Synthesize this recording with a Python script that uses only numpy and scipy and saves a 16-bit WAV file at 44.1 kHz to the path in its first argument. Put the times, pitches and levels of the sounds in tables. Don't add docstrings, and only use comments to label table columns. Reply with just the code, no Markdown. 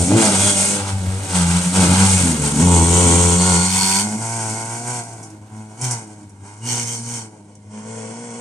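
import sys
import numpy as np
from scipy import signal
from scipy.fft import rfft, irfft
from scipy.io import wavfile
from scipy.ndimage import uniform_filter1d, minimum_filter1d

SR = 44100
rng = np.random.default_rng(int(sys.argv[2]) if len(sys.argv) > 2 else 0)


def unload_wav(signal):
    wavfile.write(
        sys.argv[1],
        SR,
        np.round(np.clip(np.atleast_2d(signal).T, -1, 1) * 32767).astype(np.int16),
    )


N = 370792
T = np.arange(N) / SR


def amp(db):
    return 10 ** (np.asarray(db) / 20)


def evened(x):
    return x / np.sqrt(np.mean(x ** 2) + 1e-20)


def levelled(x):
    power = uniform_filter1d(uniform_filter1d(x ** 2, size=2400), size=2400)
    return x / np.sqrt(abs(power) + 1e-14)


def curves(rows):
    seconds, *columns = np.transpose(rows)
    return [np.interp(T, seconds, column) for column in columns]


def held(rest, events, values, attack_s, release_s):
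    out = rest + np.zeros(N)
    for (start, end, *_), value, fall_s in zip(events, values, release_s * np.ones(len(events))):
        span = slice(max(int((start - attack_s) * SR), 0), int((end + fall_s) * SR))
        share = np.minimum(1 + (T[span] - start) / attack_s, 1 - (T[span] - end) / fall_s)
        out[span] += np.clip(share, 0, 1) * (value - out[span])
    return out


def at_frequency(points, hz):
    known_hz, values = np.transpose(points)
    return np.interp(np.log(hz + 1), np.log(known_hz + 1), values)


def colour(x, points, resonances=(), size=4096):
    hz = abs(np.fft.fftfreq(size, 1 / SR))
    peaks_db = sum(db / (1 + (2 * (hz - centre) / width) ** 2) for centre, width, db in resonances)
    log_gain = np.log(amp(np.maximum(at_frequency(points, hz) + peaks_db, -100)))
    taps = np.fft.ifft(np.exp(np.conj(signal.hilbert(log_gain)))).real
    return signal.oaconvolve(x, taps[:size // 2])[:len(x)]


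def band(x, low_hz, high_hz, order=4):
    return signal.sosfilt(signal.butter(order, [low_hz, high_hz], "band", fs=SR, output="sos"), x)


def wander(rate_hz):
    return evened(signal.sosfilt(signal.butter(2, rate_hz, fs=SR, output="sos"), rng.standard_normal(N)))


def scatter(x, fade_s, size=24000):
    t = np.arange(size) / SR
    echoes = rng.standard_normal(size) * (rng.random(size) < .1) * amp(-60 * t / fade_s)
    return signal.oaconvolve(x, echoes / np.linalg.norm(echoes))[:N]


VIEWS = [(0, 0), (2.2, 0), (2.7, 1), (3.4, 1), (4.1, 2), (5.3, 2), (6.6, 3), (7.3, 3), (7.7, 4), (8.41, 4)]


def by_view(values):
    view, = curves(VIEWS)
    return np.interp(view, np.arange(len(values)), values)


# start and end in seconds, levels in dB of thump, drone,
# throaty body, bark and gas hiss, then release time in seconds.
PRESSES = [(0, 0.033, -18.5, -23, -26.5, -37.5, -20.5, 0.072),
           (0.119, 0.22, -17.5, -23.5, -21.5, -28.5, -24.5, 0.094),
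           (.223, 0.34, -31.5, -19, -24.5, -25, -17.5, 0.29),
           (0.409, 0.471, -22, -25, -28.5, -28, -15, 0.2),
           (0.536, 0.67, -31.5, -28.5, -32.5, -32.5, -17, 0.16), (0.818, 1, -26, -37, -38, -33, -31, .08),
           (0.963, 1.153, -23, -30.5, -39.5, -43, -37, 0.063),
           (1.349, 1.575, -23.5, -17, -35.5, -29.5, -23.5, 0.055),
           (1.78, 1.9, -21.5, -17.5, -27, -26, -20.5, 0.12), (1.951, 2.07, -17, -14.5, -31, -24, -19, 0.18),
           (2.1, 2.22, -19.5, -21, -33.5, -30.5, -18, 0.15),
           (2.636, 2.73, -17.5, -13.5, -26.5, -27.5, -21.5, .1),
           (2.729, 2.826, -15.5, -19.5, -24.5, -27, -18, 0.19),
           (2.92, 3.34, -17, -21.5, -23.5, -24.5, -17, 0.052),
           (3.429, 3.585, -22, -18.5, -28.5, -25, -18.5, 0.1),
           (3.859, 3.99, -35.5, -26.5, -37, -28.5, -19.5, 0.069),
           (4.228, 4.48, -29, -38, -34.5, -33, -28, 0.061),
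           (4.587, 4.75, -33.5, -41, -35.5, -34, -31, 0.064),
           (4.881, 4.994, -31.5, -40.5, -35.5, -34, -29.5, 0.042),
           (5.579, 5.6, -35.5, -36.5, -47.5, -45.5, -48.5, 0.12),
           (5.834, 5.933, -24.5, -40.5, -39.5, -34, -29.5, 0.12),
           (6.494, 6.54, -43.5, -59, -53, -45.5, -47, 0.076),
           (6.671, 6.785, -28.5, -35.5, -39.5, -36.5, -29.5, 0.14),
           (6.882, 6.95, -33.5, -42, -42.5, -43, -31.5, 0.066),
           (7.081, 7.179, -33.5, -37, -43.5, -41, -32, .11), (7.745, 7.73, -45, -34, -45, -46, -45.5, 0.66),
           (7.898, 8.1, -38, -36.5, -40.5, -46, -40.5, 0.071),
           (8.191, 9, -44.5, -36.5, -39.5, -46, -40.5, 0.086)]
# time in seconds, then the same five levels in dB.
COASTING_LEVELS = [(0, -46, -28, -41, -47, -20), (0.799, -47, -26, -30, -32, -22),
                   (1.22, -29, -57, -38, -41, -34), (1.66, -35.5, -23, -41, -36, -25.5),
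                   (2.421, -33, -24.5, -33.5, -35, -25), (2.558, -37, -30, -33, -30.5, -22),
                   (3.37, -27, -17, -34, -34, -23.5), (3.759, -29.5, -25, -43, -30.5, -22.5),
                   (4.13, -33, -27.5, -39, -38.5, -33), (4.5, -31.5, -29, -35, -38, -28),
                   (5.099, -41.5, -48.5, -42, -45.5, -41.5), (5.45, -43, -48, -53.5, -52.5, -57),
                   (6.049, -49, -45, -47.5, -50, -47), (6.38, -41, -51.5, -56.5, -53.5, -56),
                   (7.0, -31, -34, -45, -49, -35), (7.35, -50, -54, -51, -54, -57),
                   (7.621, -45, -51.5, -59.5, -63.5, -62.5), (8.41, -50, -32, -35, -35, -36)]


def throttle(swell_s=.066, lift_off_s=.35):
    load = held(0, PRESSES, np.ones(len(PRESSES)), swell_s, lift_off_s)
    *pressed_db, release_s = np.transpose(PRESSES)[2:]
    levels_db = [held(rest, PRESSES, pressed, swell_s, release_s)
                 for rest, pressed in zip(curves(COASTING_LEVELS), pressed_db)]
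    return load, levels_db


# how much the low tones waver at full roughness, in dB.
WAVER_DB = [8.5, 9, 8, 8, 4.5]
# the third tone's level against the burble, in dB.
THIRD_TONE_DB = [-1, 0.5, -1, -1, -6]


def boom(cycles, rough, thump_db, drone_db, burble_db):
    tones = np.zeros(N)
    for multiple, db in enumerate([thump_db, drone_db, burble_db + by_view(THIRD_TONE_DB)], 1):
        waver_db = rough * by_view(WAVER_DB) * wander(14.5)
        tones += amp(db + waver_db) * np.cos(2 * np.pi * multiple * (cycles + .5))
    return np.sqrt(2) * amp(.4) * tones


# strength in dB, extra delay along its own pipe in seconds.
CYLINDER_QUIRKS = [(1, 0), (-1.2, .00024), (.6, .00004), (-.4, .00017)]
QUIRK_FACTOR = [.8, .9, .8, 1, 1.6]


def firings(cycles, rough, rebound=.15, spread_db=6, jitter_s=.0004):
    at = np.flatnonzero(np.diff(np.floor(2 * cycles)))
    count = np.arange(len(at))
    chance = rng.standard_normal((len(at), 2))
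    cylinder = count // 2 % len(CYLINDER_QUIRKS)
    own_db, pipe_s = np.array(CYLINDER_QUIRKS)[cylinder].T * by_view(QUIRK_FACTOR)[at]
    strength = amp(own_db + spread_db * rough[at] * chance[:, 0]) * np.where(count % 2, rebound, 1)
    delay_s = pipe_s + jitter_s * rough[at] * chance[:, 1]
    arrival = np.clip(at + SR * delay_s, 0, N - 1).astype(int)
    return evened(np.bincount(arrival, strength, N))


DETOUR_SHARE = [.72, .45, .25, .52, .4]


def detours(x, load, coasting_share=.92):
    share = load * by_view(DETOUR_SHARE) + (1 - load) * coasting_share
    return np.sqrt(1 - share ** 2) * x + share * scatter(x, fade_s=.35)


def gas(cycles, steady, fade_cycles):
    puffs = np.exp(-(cycles % 1) / fade_cycles)
    return evened((steady + puffs) * rng.standard_normal(N))


def round_trips(x, trips_per_s=151, share=.074):
    return sum(share ** trip * np.roll(x, round(trip * SR / trips_per_s)) for trip in range(4))


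# frequency in Hz, level in dB.
FRONT_COLOUR = [(200, 9.5), (390, 7), (490, 9), (600, 4), (730, 1.5), (880, 6), (1150, -7.5), (1500, -2),
                (1800, -13.5), (2500, -11), (4500, -9), (6500, -2.5), (8600, -4), (10000, -10.5),
                (12500, -18.5), (15000, -21)]
SIDE_COLOUR = [(200, -15), (350, 13), (440, 16), (560, 5), (660, 0), (900, -5.5), (1100, -12),
               (1300, -23.5), (1480, -13), (1800, -27), (3200, -21), (4900, -26.5), (6500, -16.5),
               (8500, -19), (10000, -30.5), (12500, -35), (15000, -49)]
REAR_COLOUR = [(200, -17.5), (350, 12), (470, -2.5), (580, -2), (700, 5), (930, 7.5), (1250, -13.5),
               (1500, -2), (1800, -22.5), (2200, -16.5), (4000, -27.5), (5200, -21), (6200, -15.5),
               (8500, -20), (10000, -26.5), (12500, -33), (15000, -72)]
BEND_COLOUR = [(200, -21), (350, 14), (480, 2.5), (680, -7), (900, 8), (1250, -13.5), (1550, -2.5),
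               (1800, -16.5), (2300, -14.5), (3100, -17), (4000, -20), (4600, -18), (5200, -13.5),
               (6200, -10), (8400, -14), (10000, -20), (12500, -38), (15000, -71)]
BEYOND_COLOUR = [(200, -3), (350, 11.5), (470, 16), (680, 5.5), (920, 18), (1300, -8.5), (1550, -3.5),
                 (1800, -17.5), (2300, -20), (3100, -20.5), (3900, -28), (4600, -21.5), (6200, -6.5),
                 (8500, -11), (10000, -19), (12500, -55)]
# frequency in Hz, width in Hz, boost in dB.
PIPE_RESONANCES = [(787, 380, 6.5), (1100, 320, 7), (1344, 220, 9), (2090, 630, 6.5), (3010, 570, 3),
                   (3348, 57, 7), (4450, 106, 6.5), (8730, 1930, 10)]
# frequency in Hz, width in Hz, gain in dB.
GROWL_SHAPES = [
    [(428, 60, -3), (697, 120, -4.5), (860, 70, 4), (1160, 64, -3), (1570, 95, 4)],
    [(342, 60, 3), (522, 38, 3), (690, 90, -3), (950, 76, 5), (1095, 63, 6.5), (1189, 90, -9),
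     (1307, 70, 9), (1600, 71, -2)],
    [(505, 56, 8.5), (640, 70, -2.5), (1025, 65, 4), (1160, 110, -4), (1560, 83, 3)],
    [(400, 50, -1.5), (489.4, 104, 2.5), (713, 68, 2), (2681, 140, -6), (3418, 156, -12)],
    [(385.8, 60, -3), (506, 64, 4), (554.7, 34.7, -7), (810, 80, -7), (1191, 70, -6), (1480, 88, 7)],
]
# delay in seconds, strength as a share of the direct sound.
CLOSE_ECHOES = [(0.00078, 0.083), (0.00095, 0.045), (0.00137, 0.042), (.00133, 0.14), (0.00094, 0.18)]


def tailpipe(x):
    view, = curves(VIEWS)
    colours = [FRONT_COLOUR, SIDE_COLOUR, REAR_COLOUR, BEND_COLOUR, BEYOND_COLOUR]
    out = np.zeros(N)
    for k, (tone, growl, (delay_s, share)) in enumerate(zip(colours, GROWL_SHAPES, CLOSE_ECHOES)):
        weight = 1 - abs(view - k)
        heard = weight > 0
        direct = colour(x[heard], tone, list(PIPE_RESONANCES) + list(growl))
        echo = share * np.roll(direct, round(delay_s * SR))
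        out[heard] += weight[heard] * (direct + echo)
    return out


def road_bounce(x):
    delay_s = .0027 + .00012 * wander(2)
    return x + .5 * np.interp(T - delay_s, T, x)


# the rasp's level against the average of bark and hiss, in dB.
RASP_OFFSET_DB = [-2, -6.5, -7.5, -7, -0.5]


def roar(cycles, rough, pulses, note, flow, body_db, bark_db, hiss_db):
    body = tailpipe(round_trips(flow))
    bark = tailpipe(note + 2.3 * rough * gas(cycles, steady=.9, fade_cycles=.5))
    rush = gas(cycles, steady=1, fade_cycles=.98) * amp(.88 * wander(51))
    jet = road_bounce(tailpipe(rush + .037 * pulses))
    rasp_db = (bark_db + hiss_db) / 2 + by_view(RASP_OFFSET_DB)
    return (amp(body_db + 1) * levelled(band(body, 290, 723, order=5))
            + amp(bark_db - 1) * levelled(band(bark, 767, 1740))
            + amp(rasp_db) * levelled(band(jet + .5 * bark, 1930, 5740))
            + amp(hiss_db - .28) * levelled(band(jet, 4100, 11160)))


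# time in seconds, firings per second.
FIRING_RATE = [(0.0, 87.7), (0.06, 86.3), (0.1, 95.3), (0.16, 112.2), (0.18, 113.4), (0.34, 95.6),
               (0.38, 95.3), (0.46, 102.1), (0.56, 95.9), (0.6, 96.3), (0.66, 100.6), (0.98, 96.5),
               (1.06, 91.6), (1.22, 98.5), (1.46, 84.9), (1.6, 89.2), (1.68, 88.1), (1.76, 94.5),
               (1.8, 93.6), (1.86, 86.3), (1.96, 94.1), (2.06, 96.7), (2.18, 92.6), (2.3, 82.5),
               (2.36, 75.9), (2.5, 71.6), (2.54, 72.4), (2.58, 75.3), (2.66, 90.6), (2.8, 82.8),
               (3.02, 89.8), (3.1, 84.1), (3.16, 87.9), (3.3, 86.6), (3.48, 91.6), (3.56, 86.7),
               (3.66, 92.5), (3.96, 97.1), (4.06, 105.0), (4.14, 106.8), (4.22, 113.2), (4.34, 115.1),
               (4.5, 108.3), (4.58, 113.2), (4.66, 112.7), (4.9, 122.6), (4.94, 121.7), (5.04, 114.4),
               (5.12, 114.6), (5.18, 110.5), (5.38, 103.9), (5.58, 108.7), (5.74, 106.2), (5.84, 129.0),
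               (6.04, 107.0), (6.2, 102.8), (6.4, 97.7), (6.5, 102.9), (6.58, 105.0), (6.68, 122.7),
               (6.72, 120.0), (6.78, 119.8), (6.86, 115.9), (6.92, 118.5), (6.98, 114.9), (7.14, 119.4),
               (7.26, 107.8), (7.46, 101.2), (7.66, 103.2), (7.72, 106.9), (7.84, 107.4), (7.92, 113.1),
               (8.06, 110.0), (8.22, 119.5), (8.34, 115.5), (8.38, 118.8)]
ROUGH_ON = [.22, .11, .11, .17, .16]
ROUGH_OFF = [.5, .42, .44, .42, .4]
# the burble's level against the body at full roughness, in dB.
BURBLE_OFFSET_DB = [9.8, 10.3, 10.8, 11.5, 9.4]
# start and end in seconds, burble level in dB.
HOLLOW_BURPS = [(0.11, 0.13, -17), (1.846, 1.902, -23.5), (2.244, 2.34, -23.5), (2.566, 2.607, -21.5),
                (2.77, 2.825, -27.5), (3.06, 3.111, -25.5)]
# how much the roar surges at full roughness, in dB.
ROAR_SURGE_DB = [6, 7, 6, 6, 3]


def exhaust():
    rate, = curves(FIRING_RATE)
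    load, (thump_db, drone_db, body_db, bark_db, hiss_db) = throttle()
    rough = load * by_view(ROUGH_ON) + (1 - load) * by_view(ROUGH_OFF)
    resting_db = body_db + 20 * np.log10(rough) + by_view(BURBLE_OFFSET_DB)
    burp_db = np.transpose(HOLLOW_BURPS)[2]
    burble_db = held(resting_db, HOLLOW_BURPS, burp_db, attack_s=.073, release_s=.17)
    cycles = np.cumsum(rate * (1 + .023 * rough * wander(30))) / SR
    low_tones = boom(cycles, rough, thump_db, drone_db, burble_db)
    pulses = firings(cycles, rough)
    note = np.sqrt(1 - rough ** 2) * detours(pulses, load)
    flow = note + 1.15 * rough * gas(cycles, steady=.8, fade_cycles=.5)
    voice = roar(cycles, rough, pulses, note, flow, body_db, bark_db, hiss_db)
    rumble = burble(cycles, burble_db)
    surge = amp(by_view(ROAR_SURGE_DB) * rough * wander(7.7))
    return low_tones + surge * voice + rumble + flares(flow) + crackle(cycles)


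def burble(cycles, level_db):
    return amp(level_db) * evened(band(gas(cycles, steady=1, fade_cycles=.99), 112, 308))


# time in seconds, level in dB.
SPRAY_LEVELS = [(0, -51), (2.3, -31.5), (3.3, -52), (4.1, -51), (8.41, -79)]
# frequency in Hz, level in dB.
SPRAY_TONE = [(500, 2.5), (2000, -2.5), (4000, -6.5), (8000, -12.5), (11500, -12.5), (15000, -30)]


def tyre_spray(drops_per_s=2500, spread_db=5):
    level_db, = curves(SPRAY_LEVELS)
    drops = (rng.random(N) < drops_per_s / SR) * rng.standard_normal(N)
    drops *= amp(spread_db * np.minimum(rng.exponential(1, N), 3))
    fizz = .8 * rng.standard_normal(N)
    water = (evened(drops) + fizz) * amp(2.2 * wander(25))
    return amp(level_db) * evened(colour(water, SPRAY_TONE))


# frequency in Hz, level in dB.
AIR_TONE = [(20, -50), (90, -15), (250, -10), (900, -31), (1700, -46), (4000, -40), (8500, -37),
            (10300, -33), (11500, -76)]


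def outdoor_air(level_db=-57):
    return amp(level_db) * evened(colour(rng.standard_normal(N), AIR_TONE))


# start and end in seconds, frequency in Hz, width in Hz, level in dB.
PIPE_FLARES = [(.23, .3, 633, 70, -24), (.4, 0.624, 584, 70, -29), (.72, .82, 508, 60, -35),
               (.42, .52, 3290, 260, -30.5), (0.803, .93, 872, 50, -39), (1.952, 2.07, 855, 59, -31),
               (2.707, 2.82, 892, 100, -27), (3.443, 3.645, 1447, 81, -33.5),
               (3.395, 3.676, 4380, 320, -33.5), (3.784, 3.993, 957, 70.05, -34),
               (4.207, 4.43, 891, 50, -43), (4.569, 4.697, 894, 49, -47), (4.72, 4.85, 704, 54.7, -34),
               (4.934, 5.02, 722, 50.3, -32.5), (6.66, 6.8, 2890, 129.8, -42),
               (7.88, 8.099, 489, 70.3, -45)]


def flares(flow, rise_s=.052, fall_s=.049):
    out = np.zeros(N)
    for start, end, hz, width_hz, db in PIPE_FLARES:
        span = slice(max(int((start - rise_s) * SR), 0), int((end + fall_s) * SR))
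        peak = signal.iirpeak(hz, hz / width_hz, SR)
        ring = signal.lfilter(*peak, signal.lfilter(*peak, flow[span]))
        swell = np.minimum(1 + (T[span] - start) / rise_s, 1 - (T[span] - end) / fall_s)
        out[span] += amp(db) * np.clip(swell, 0, 1) * evened(ring)
    return out


# start and end in seconds, level in dB, unevenness in dB,
# and how straight the pipe points at the listener, 0 to 1.
CRACKLE_BURSTS = [(3.55, 3.64, -31, 3, .6), (3.715, 3.81, -22.5, 1.5, 1), (3.87, 3.93, -17.5, 2, 1),
                  (3.96, 4.01, -23, 2.5, .9), (5.84, 5.88, -30, 3, 0), (6.69, 6.725, -23, 1.8, .06),
                  (6.76, 6.83, -25.5, 3, .05), (6.87, 6.95, -31, 3, 0), (7.09, 7.19, -34, 2.5, 0)]
# frequency in Hz, level in dB.
IN_LINE_COLOUR = [(1500, -20), (2300, -7), (3000, -13), (3500, -7), (3750, -9), (4020, -24), (4300, -6),
                  (5200, -8), (6500, -13.5), (8500, -5), (9700, -9), (11500, -16), (15000, -25)]
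OFF_LINE_COLOUR = [(1500, -18), (2300, -9), (2730, -19), (2900, -8), (3150, -8), (3480, -20), (3700, -12),
                   (4100, -26), (4500, -16), (5000, -14), (5600, -3), (6300, -1), (7400, -5), (8300, -5),
                   (10000, -11), (12500, -21), (15000, -45)]
# frequency in Hz, width in Hz, gain in dB.
STEEL_RESONANCES = [(3050, 160, 4), (4400, 280, 9), (5050, 150, 6), (5580, 140, 7), (6150, 160, 6),
                    (6450, 130, 5), (6780, 200, -4), (7050, 200, 6), (7420, 220, -4), (8300, 300, 8),
                    (8980, 240, 6), (10520, 220, 6)]


def crackle(cycles, puff_rise_s=.0005, puff_fade_s=.002):
    start, end, top_db, uneven_db, aim = np.transpose(CRACKLE_BURSTS)
    level_db = held(-75, CRACKLE_BURSTS, top_db, attack_s=.12, release_s=.12)
    uneven_db, aim = [np.interp(T, (start + end) / 2, column) for column in (uneven_db, aim)]
    strength = amp(uneven_db * np.clip(rng.standard_normal(N), -2, 2))
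    shocks = np.diff(np.floor(cycles), prepend=0) * strength
    t = np.arange(0, 10 * puff_fade_s, 1 / SR)
    puff = (1 - np.exp(-t / puff_rise_s)) * np.exp(-t / puff_fade_s)
    jets = signal.oaconvolve(shocks, puff)[:N] * rng.standard_normal(N)
    cracks = .5 * evened(shocks) + evened(jets)
    ring = scatter(cracks, fade_s=.09)
    in_line = evened(colour(cracks + .4 * ring, IN_LINE_COLOUR, STEEL_RESONANCES))
    off_line = evened(colour(cracks + ring, OFF_LINE_COLOUR, STEEL_RESONANCES))
    return amp(level_db) * evened(np.sqrt(aim) * in_line + np.sqrt(1 - aim) * off_line)


# start in seconds, level in dB, seconds to fade by 60 dB.
GRIT_HITS = [(5.036, -27, 0.019), (5.229, -35, 0.15), (5.3022, -41, 0.06), (5.565, -41, 0.019),
             (5.813, -23.5, 0.09), (5.9093, -18, 0.13), (6.2942, -44, 0.055), (7.553, -43, 0.035)]


def grit(rise_s=.00084):
    bursts = np.zeros(N)
    for start, db, fade_s in GRIT_HITS:
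        age = np.maximum(T - start, 0)
        bursts += amp(db - 60 * age / fade_s) * np.minimum(age / rise_s, 1)
    return amp(-.5) * bursts * evened(band(rng.standard_normal(N), 5250, 10000, order=6))


def trees_and_huts(car):
    bright = band(car, 420, 6000, order=3)
    return amp(-13) * np.array([scatter(bright, fade_s=.35) for _ in range(2)])


# frequency in Hz, left minus right in dB.
LEFT_LOUDER = [(100, .3), (380, -.5), (580, 3), (930, -4.5), (1350, 2), (1800, -2), (3000, -3.5),
               (5400, -5), (7500, -1), (9200, 4), (10500, 0)]
# frequency in Hz, the left's head start in radians.
LEFT_EARLIER = [(100, .03), (280, .12), (450, .6), (690, 0), (900, .3), (1150, 1.7), (1350, .3),
                (1800, 1.4), (2600, .3), (6000, 0)]
# frequency in Hz, level in dB.
GROUND_ECHOES = [(60, -32), (200, -26), (450, -12), (750, -16), (1100, -4), (2000, -2), (5600, -1),
                 (6600, -6), (9000, -6.5), (12000, -3)]


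def left_and_right(x):
    hz = np.fft.rfftfreq(N, 1 / SR)
    ratio = amp(at_frequency(LEFT_LOUDER, hz))
    balance = (ratio - 1) / (ratio + 1)
    timing = 1j * np.tan(at_frequency(LEFT_EARLIER, hz) / 2)
    side = irfft(rfft(x) * (balance + timing), N)
    side += colour(scatter(x, fade_s=.14), GROUND_ECHOES)
    return np.array([x + side, x - side])


def scene():
    car = exhaust() + tyre_spray() + grit()
    echoes = trees_and_huts(car)
    return left_and_right(car + outdoor_air()) + echoes


def record(dry, top_hz=15600):
    safe_gain = 1 / np.maximum(abs(dry).max(0), 1)
    gain = uniform_filter1d(minimum_filter1d(safe_gain, size=200), size=200)
    treble_cut = signal.firwin(511, top_hz, window=("kaiser", 9), fs=SR)
    return signal.oaconvolve(dry * gain, treble_cut[None], "same")


dry = scene()
out = record(dry)
unload_wav(out)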